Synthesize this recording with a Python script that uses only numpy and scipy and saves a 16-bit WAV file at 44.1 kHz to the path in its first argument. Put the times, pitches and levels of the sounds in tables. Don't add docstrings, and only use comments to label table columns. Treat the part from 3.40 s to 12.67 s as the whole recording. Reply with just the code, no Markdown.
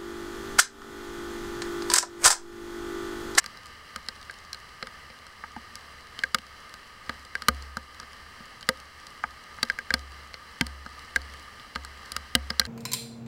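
import sys
import numpy as np
from scipy import signal
from scipy.fft import rfft, irfft
from scipy.io import wavfile
from scipy.ndimage import uniform_filter1d

SR = 44100
rng = np.random.default_rng(int(sys.argv[2]) if len(sys.argv) > 2 else 0)


def int16_out(signal):
    q = np.round(np.clip(np.atleast_2d(signal).T, -1, 1) * 32767)
    wavfile.write(sys.argv[1], SR, q.astype(np.int16))


N = 408807

# frequency in Hz, relative level in dB per Hz.
DOWNPOUR_TONE = [(20, -6.5), (65, -4.5), (110, -8.5), (170, -12), (330, -15), (480, -12.5), (700, -14.5),
                 (1050, -10.5), (2500, -27), (3700, -30.5), (5700, -21), (6800, -30), (10300, -29.5),
                 (12800, -36.5), (16000, -34.5)]
# centre in Hz, nominal width in Hz,
# peak in dB on the scale of the tone above.
HOLLOW_PEAKS = [(72.8, 8.8, 1), (222, 42, -12.5), (1215.6, 95, 1), (1563, 88, -8), (1780, 234, -5),
                (2047, 242, -7), (2953, 475, -11), (4047, 174, -12.5), (4690, 770, -15), (7930, 1500, -29)]
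# time in seconds,
# strength in dB before scaling by SWELL_DEPTH.
SHOWER_SWELL = [(0.0, -47), (0.41, -48.5), (6.22, -48), (6.38, -47), (6.58, -48), (7.59, -47), (7.8, -46),
                (8.05, -47.5), (9.27, -47.5)]
# start in seconds, spot hit, strength in dB,
# brightness in dB per octave, splash level in dB, push on the mount in dB.
LARGE_DROPS = [(0.0413, "back", -43, 1.5, -47.5, -66.5), (0.0606, "shell", -38.5, 1, -42.5, -68),
               (0.1716, "shell", -49.5, 1, -57, -63), (0.56, "front", -35, -.6, -40, -44),
               (0.6856, "shell", -32.5, 0.8, -41, -53), (0.8964, "lid", -36.5, -.4, -70, -70),
               (0.91, "back", -53, 1, -49, -68), (1.1302, "shell", -41.5, 4, -41, -53),
               (1.145, "shell", -42, 0.5, -51, -60), (1.4263, "side", -35, -0.5, -52, -60),
               (1.4701, "back", -42.5, 1.5, -52, -61), (1.701, "side", -50, -2.5, -71, -69),
               (1.8663, "front", -49, 0, -55, -59), (2.038, "door", -35.5, 0, -70, -65),
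               (2.1636, "latch", -36, -0.5, -63, -48.5), (2.3546, "shell", -44.5, 0.5, -42.5, -68),
               (2.79, "window", -38, 1.5, -46, -57), (2.836, "lid", -21.5, 0.5, -39.5, -46),
               (2.9454, "front", -21, 0.6, -26.5, -39.5), (2.985, "window", -43, 0, -48.5, -53),
               (3.3396, "front", -45.5, 0, -49, -62), (3.694, "back", -30.5, -.4, -46, -41.5),
               (3.85, "shell", -49, -1, -53, -70), (3.9524, "lid", -26.5, 0, -45, -51),
               (4.0204, "front", -36.5, 1, -46, -55), (4.084, "front", -15.5, -0.8, -21.5, -25),
               (4.223, "shell", -48, 0, -50.5, -68), (4.3693, "edge", -31.5, -1.4, -43.5, -41),
               (4.5993, "edge", -41, 2.5, -46, -44), (4.6296, "edge", -45.5, 0.5, -70, -68),
               (5.004, "foot", -58, -4.5, -68, -58), (5.209, "shell", -50, 0, -53, -70),
               (5.2274, "window", -44.5, 0.8, -56, -60), (5.2889, "side", -20.5, -0.5, -27.5, -41),
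               (5.668, "shell", -49.5, 1, -50, -67), (5.8384, "door", -25.5, 0, -56, -44),
               (6.1855, "door", -44, -2, -70, -66), (6.2292, "shell", -21, -0.4, -30, -48),
               (6.299, "lid", -22.5, 1.2, -44, -55), (6.3873, "lid", -29.5, -1, -46.5, -58),
               (6.505, "lid", -23, -1.8, -43, -35), (6.539, "shell", -19.5, -1.1, -28.5, -28),
               (6.941, "side", -41, 1.3, -53, -46.5), (7.2101, "foot", -23, 0, -31, -28.5),
               (7.2662, "shell", -39, -2.5, -41.5, -47), (7.4621, "edge", -40.5, -2, -56, -47.5),
               (7.76, "lid", -19.5, -0.4, -31.5, -31), (7.817, "shell", -50, 0.5, -54, -70),
               (7.9376, "back", -50.5, 2, -53.5, -69), (8.197, "window", -49, -0.5, -70, -68),
               (8.352, "shell", -45, 1, -56.5, -68), (8.358, "back", -31, -0.1, -45, -32.5),
               (8.4485, "edge", -43, 3, -44.5, -66), (8.7187, "shell", -39.5, 0.5, -36, -40),
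               (8.764, "front", -30.5, 1, -33.5, -52), (8.951, "window", -18, 0, -23, -26),
               (9.1003, "shell", -43, 0, -51, -66), (9.1034, "shell", -26.5, -1.6, -42, -53),
               (9.1956, "shell", -19.5, 1.5, -22, -35), (9.2151, "lid", -32, -.5, -55, -41),
               (9.252, "shell", -37, -0.2, -45, -48)]
SPOT_MIXES = {"lid": (-26, -21.5, -24, -22, 0.5, -6, -20.5, -15),
              "shell": (-14.5, -18, -19, -10, -7, -8, -12, 0),
              "front": (-13, -16.5, -24, 0, -9, -6.5, -8.5, -4.5),
              "back": (-9, -12, -12, -0.5, -3, -4, -8, -8),
              "side": (-11.5, -6.5, -18, -3.5, -8, -2, -10, -1.5),
              "door": (-22, -27, -8, 0, -7, -9, -26, -32), "edge": (-10, -16.5, -13.5, 0, -4, -20, -23, -8),
              "window": (-7, -16, -16.5, -11.5, -7.5, -7.5, 0, -5),
              "latch": (-4, -23.5, -1.5, -19, -12, -14, -25, -26),
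              "foot": (0, -21.5, -11.5, -15, -3, 0, -4.5, -9)}
# frequency in Hz, 60 dB decay time in seconds,
# level in dB relative to the other modes of that part.
MOUNT_MODES = [(68.9, 1.2, -6.5), (278.6, 0.33, -19.5), (726, 0.37, -23)]
BODY_MODES = [(232.5, 0.078, -4.5), (184, 0.028, 2), (283, 0.086, -22)]
WALL_MODES = [(447, 0.088, 0), (523.4, 0.11, 4), (634, 0.045, 2)]
DOOR_MODES = [(708, 0.042, -3.5), (859, 0.038, 0), (936, 0.076, -7.5)]
CAVITY_MODES = [(1240, 0.032, 4.4), (1460, 0.021, 0.5)]
LID_MODES = [(1598, 0.033, 7.5), (1686, 0.022, -4.5)]
RIM_MODES = [(1850, .015, -2), (2040, 0.019, -0.5), (2241, 0.024, -8.5)]
WINDOW_MODES = [(2836, 0.015, 2), (3058, 0.021, -0.26), (3306, 0.024, -2), (3660, 0.01, 1.9)]
SHELL_MODES = [(3996, 0.017, -4.5), (4310, 0.014, 1.5), (4640, 0.018, -7.5), (4865, 0.012, 4),
               (5425, 0.013, -5)]
# frequency in Hz, relative level in dB per Hz.
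SPRAY_TONE = [(1500, -13), (3500, -3), (5500, 1.5), (7500, -2), (10500, -7), (12500, -17), (15500, -19.5)]

DOWNPOUR_DB = -47
SWELL_DEPTH = 0.73
PIVOT_HZ = 1560
HEAVY_SPLASH_DB = -21.5
TOP_HZ = 15700


def undb(db):
    return 10 ** (np.asarray(db) / 20)


def add(track, sound, at_s):
    start = int(np.clip(at_s * SR, 0, N - 1))
    track[start:start + len(sound)] += sound[:N - start]


def unit_hit(x):
    return x * np.sqrt(0.01 * SR / np.sum(x ** 2))


def noise(points, size, peaks=()):
    f = np.fft.rfftfreq(size, 1 / SR)
    hz, db = np.transpose(points)
    power = undb(np.interp(np.log(f + 1), np.log(hz), db)) ** 2
    for centre, width, peak_db in peaks:
        offset = (f - centre) / (width / np.sqrt(2))
        power = power + (undb(peak_db) / (1 + offset ** 2)) ** 2
    x = irfft(rfft(rng.standard_normal(size)) * np.sqrt(power), size)
    return x / x.std()


def walk(rate):
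    step = int(SR / rate)
    x = np.repeat(rng.standard_normal(N // step + 1), step)
    x = uniform_filter1d(uniform_filter1d(x, step), step)[:N]
    return x / x.std()


def downpour(waver_db=0.75):
    s, db = np.transpose(SHOWER_SWELL)
    swell_db = SWELL_DEPTH * np.interp(np.arange(N) / SR, s, db - np.median(db))
    hiss = noise(DOWNPOUR_TONE, size=N, peaks=HOLLOW_PEAKS)
    return hiss * undb(DOWNPOUR_DB + swell_db + waver_db * walk(rate=11.0))


def ring(modes, rise_s, scatter=0.49, detune=0.0047, loose=1):
    hz, t60, db = np.transpose(modes)[:, :, None]
    t = np.arange(int(t60.max() * SR)) / SR
    share, shift, turn = rng.uniform(-1.11, 1, (3, len(modes), 1))
    size = undb(db) * (1 + scatter * share)
    decay = np.exp(-np.log(1000) * t / t60)
    waves = np.sin(2 * np.pi * hz * (1 + detune * shift) * t + np.pi * loose * turn)
    push = 1 - np.exp(-(t / rise_s) ** 2)
    return unit_hit((size * decay * waves).sum(0) * push)


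def splash(length_s, edge_db=0, rise_s=0.00045, tail_db=-20, tail_s=0.0053):
    tone = [(hz, db + edge_db * (hz / TOP_HZ) ** 2) for hz, db in SPRAY_TONE]
    spray = noise(tone, size=1024)
    t = np.arange(len(spray)) / SR
    burst = np.exp(-(t / length_s) ** 3)
    sizzle = undb(tail_db) * np.exp(-t / tail_s)
    return unit_hit(spray * (burst + sizzle) * (1 - np.exp(-t / rise_s)))


def drives(spot, strength_db, brightness_db):
    parts = (BODY_MODES, WALL_MODES, DOOR_MODES, CAVITY_MODES, LID_MODES, RIM_MODES, WINDOW_MODES, SHELL_MODES)
    hz = np.array([modes[0][0] for modes in parts])
    return strength_db + np.array(SPOT_MIXES[spot]) + brightness_db * np.log2(hz / PIVOT_HZ)


def drops(spread_s=0.004, doubling_db=28, edge_db=16):
    out = np.zeros(N)
    for s, spot, strength_db, brightness_db, splash_db, mount_db in LARGE_DROPS:
        levels_db = drives(spot, strength_db, brightness_db)
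        body_db, wall_db, door_db, cavity_db, lid_db, rim_db, window_db, shell_db = levels_db
        weight = 2 ** (min(splash_db - HEAVY_SPLASH_DB, 0) / doubling_db)
        add(out, undb(mount_db) * ring(MOUNT_MODES, rise_s=0.0039, scatter=0, detune=0, loose=0), s)
        add(out, undb(body_db) * ring(BODY_MODES, rise_s=0.0022, scatter=0.21), s)
        add(out, undb(wall_db) * ring(WALL_MODES, rise_s=0.00061, scatter=0.38), s)
        add(out, undb(door_db) * ring(DOOR_MODES, rise_s=0.00056, scatter=0.56), s)
        add(out, undb(cavity_db) * ring(CAVITY_MODES, rise_s=0.00075, scatter=0.11, detune=0.0024), s)
        add(out, undb(lid_db) * ring(LID_MODES, rise_s=0.00093), s)
        add(out, undb(rim_db) * ring(RIM_MODES, rise_s=0.00051, scatter=0.4, detune=0.016), s)
        add(out, undb(window_db) * ring(WINDOW_MODES, rise_s=0.00034, scatter=0.31, detune=0.046), s)
        add(out, undb(shell_db) * ring(SHELL_MODES, rise_s=0.0011, scatter=0.7, detune=0.03), s)
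        add(out, undb(splash_db) * splash(spread_s * weight, edge_db * weight ** 2), s)
    return out


def droplets(count, db=-65, spread_db=6.0, splash_db=0, window_db=-5):
    out = np.zeros(N)
    for when, chance in rng.random((count, 2)):
        s = when * N / SR
        gain = undb(db - spread_db * np.log(chance + 0.094))
        add(out, gain * ring(SHELL_MODES, rise_s=0.00025, scatter=0.6, detune=0.063), s)
        add(out, gain * undb(window_db) * ring(WINDOW_MODES, rise_s=0.0004, scatter=0.6, detune=0.039), s)
        add(out, gain * undb(splash_db) * splash(length_s=0.0013), s)
    return out


def scene():
    return (downpour() + droplets(count=140) + drops())[None]


def record(dry):
    ceiling = 0.58
    pressed = dry / (1 + (dry / ceiling) ** 6) ** (1 / 6)
    top_cut = signal.ellip(8, 0.2, 70, TOP_HZ, fs=SR, output="sos")
    return signal.sosfilt(top_cut, pressed)


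dry = scene()
out = record(dry)
int16_out(out)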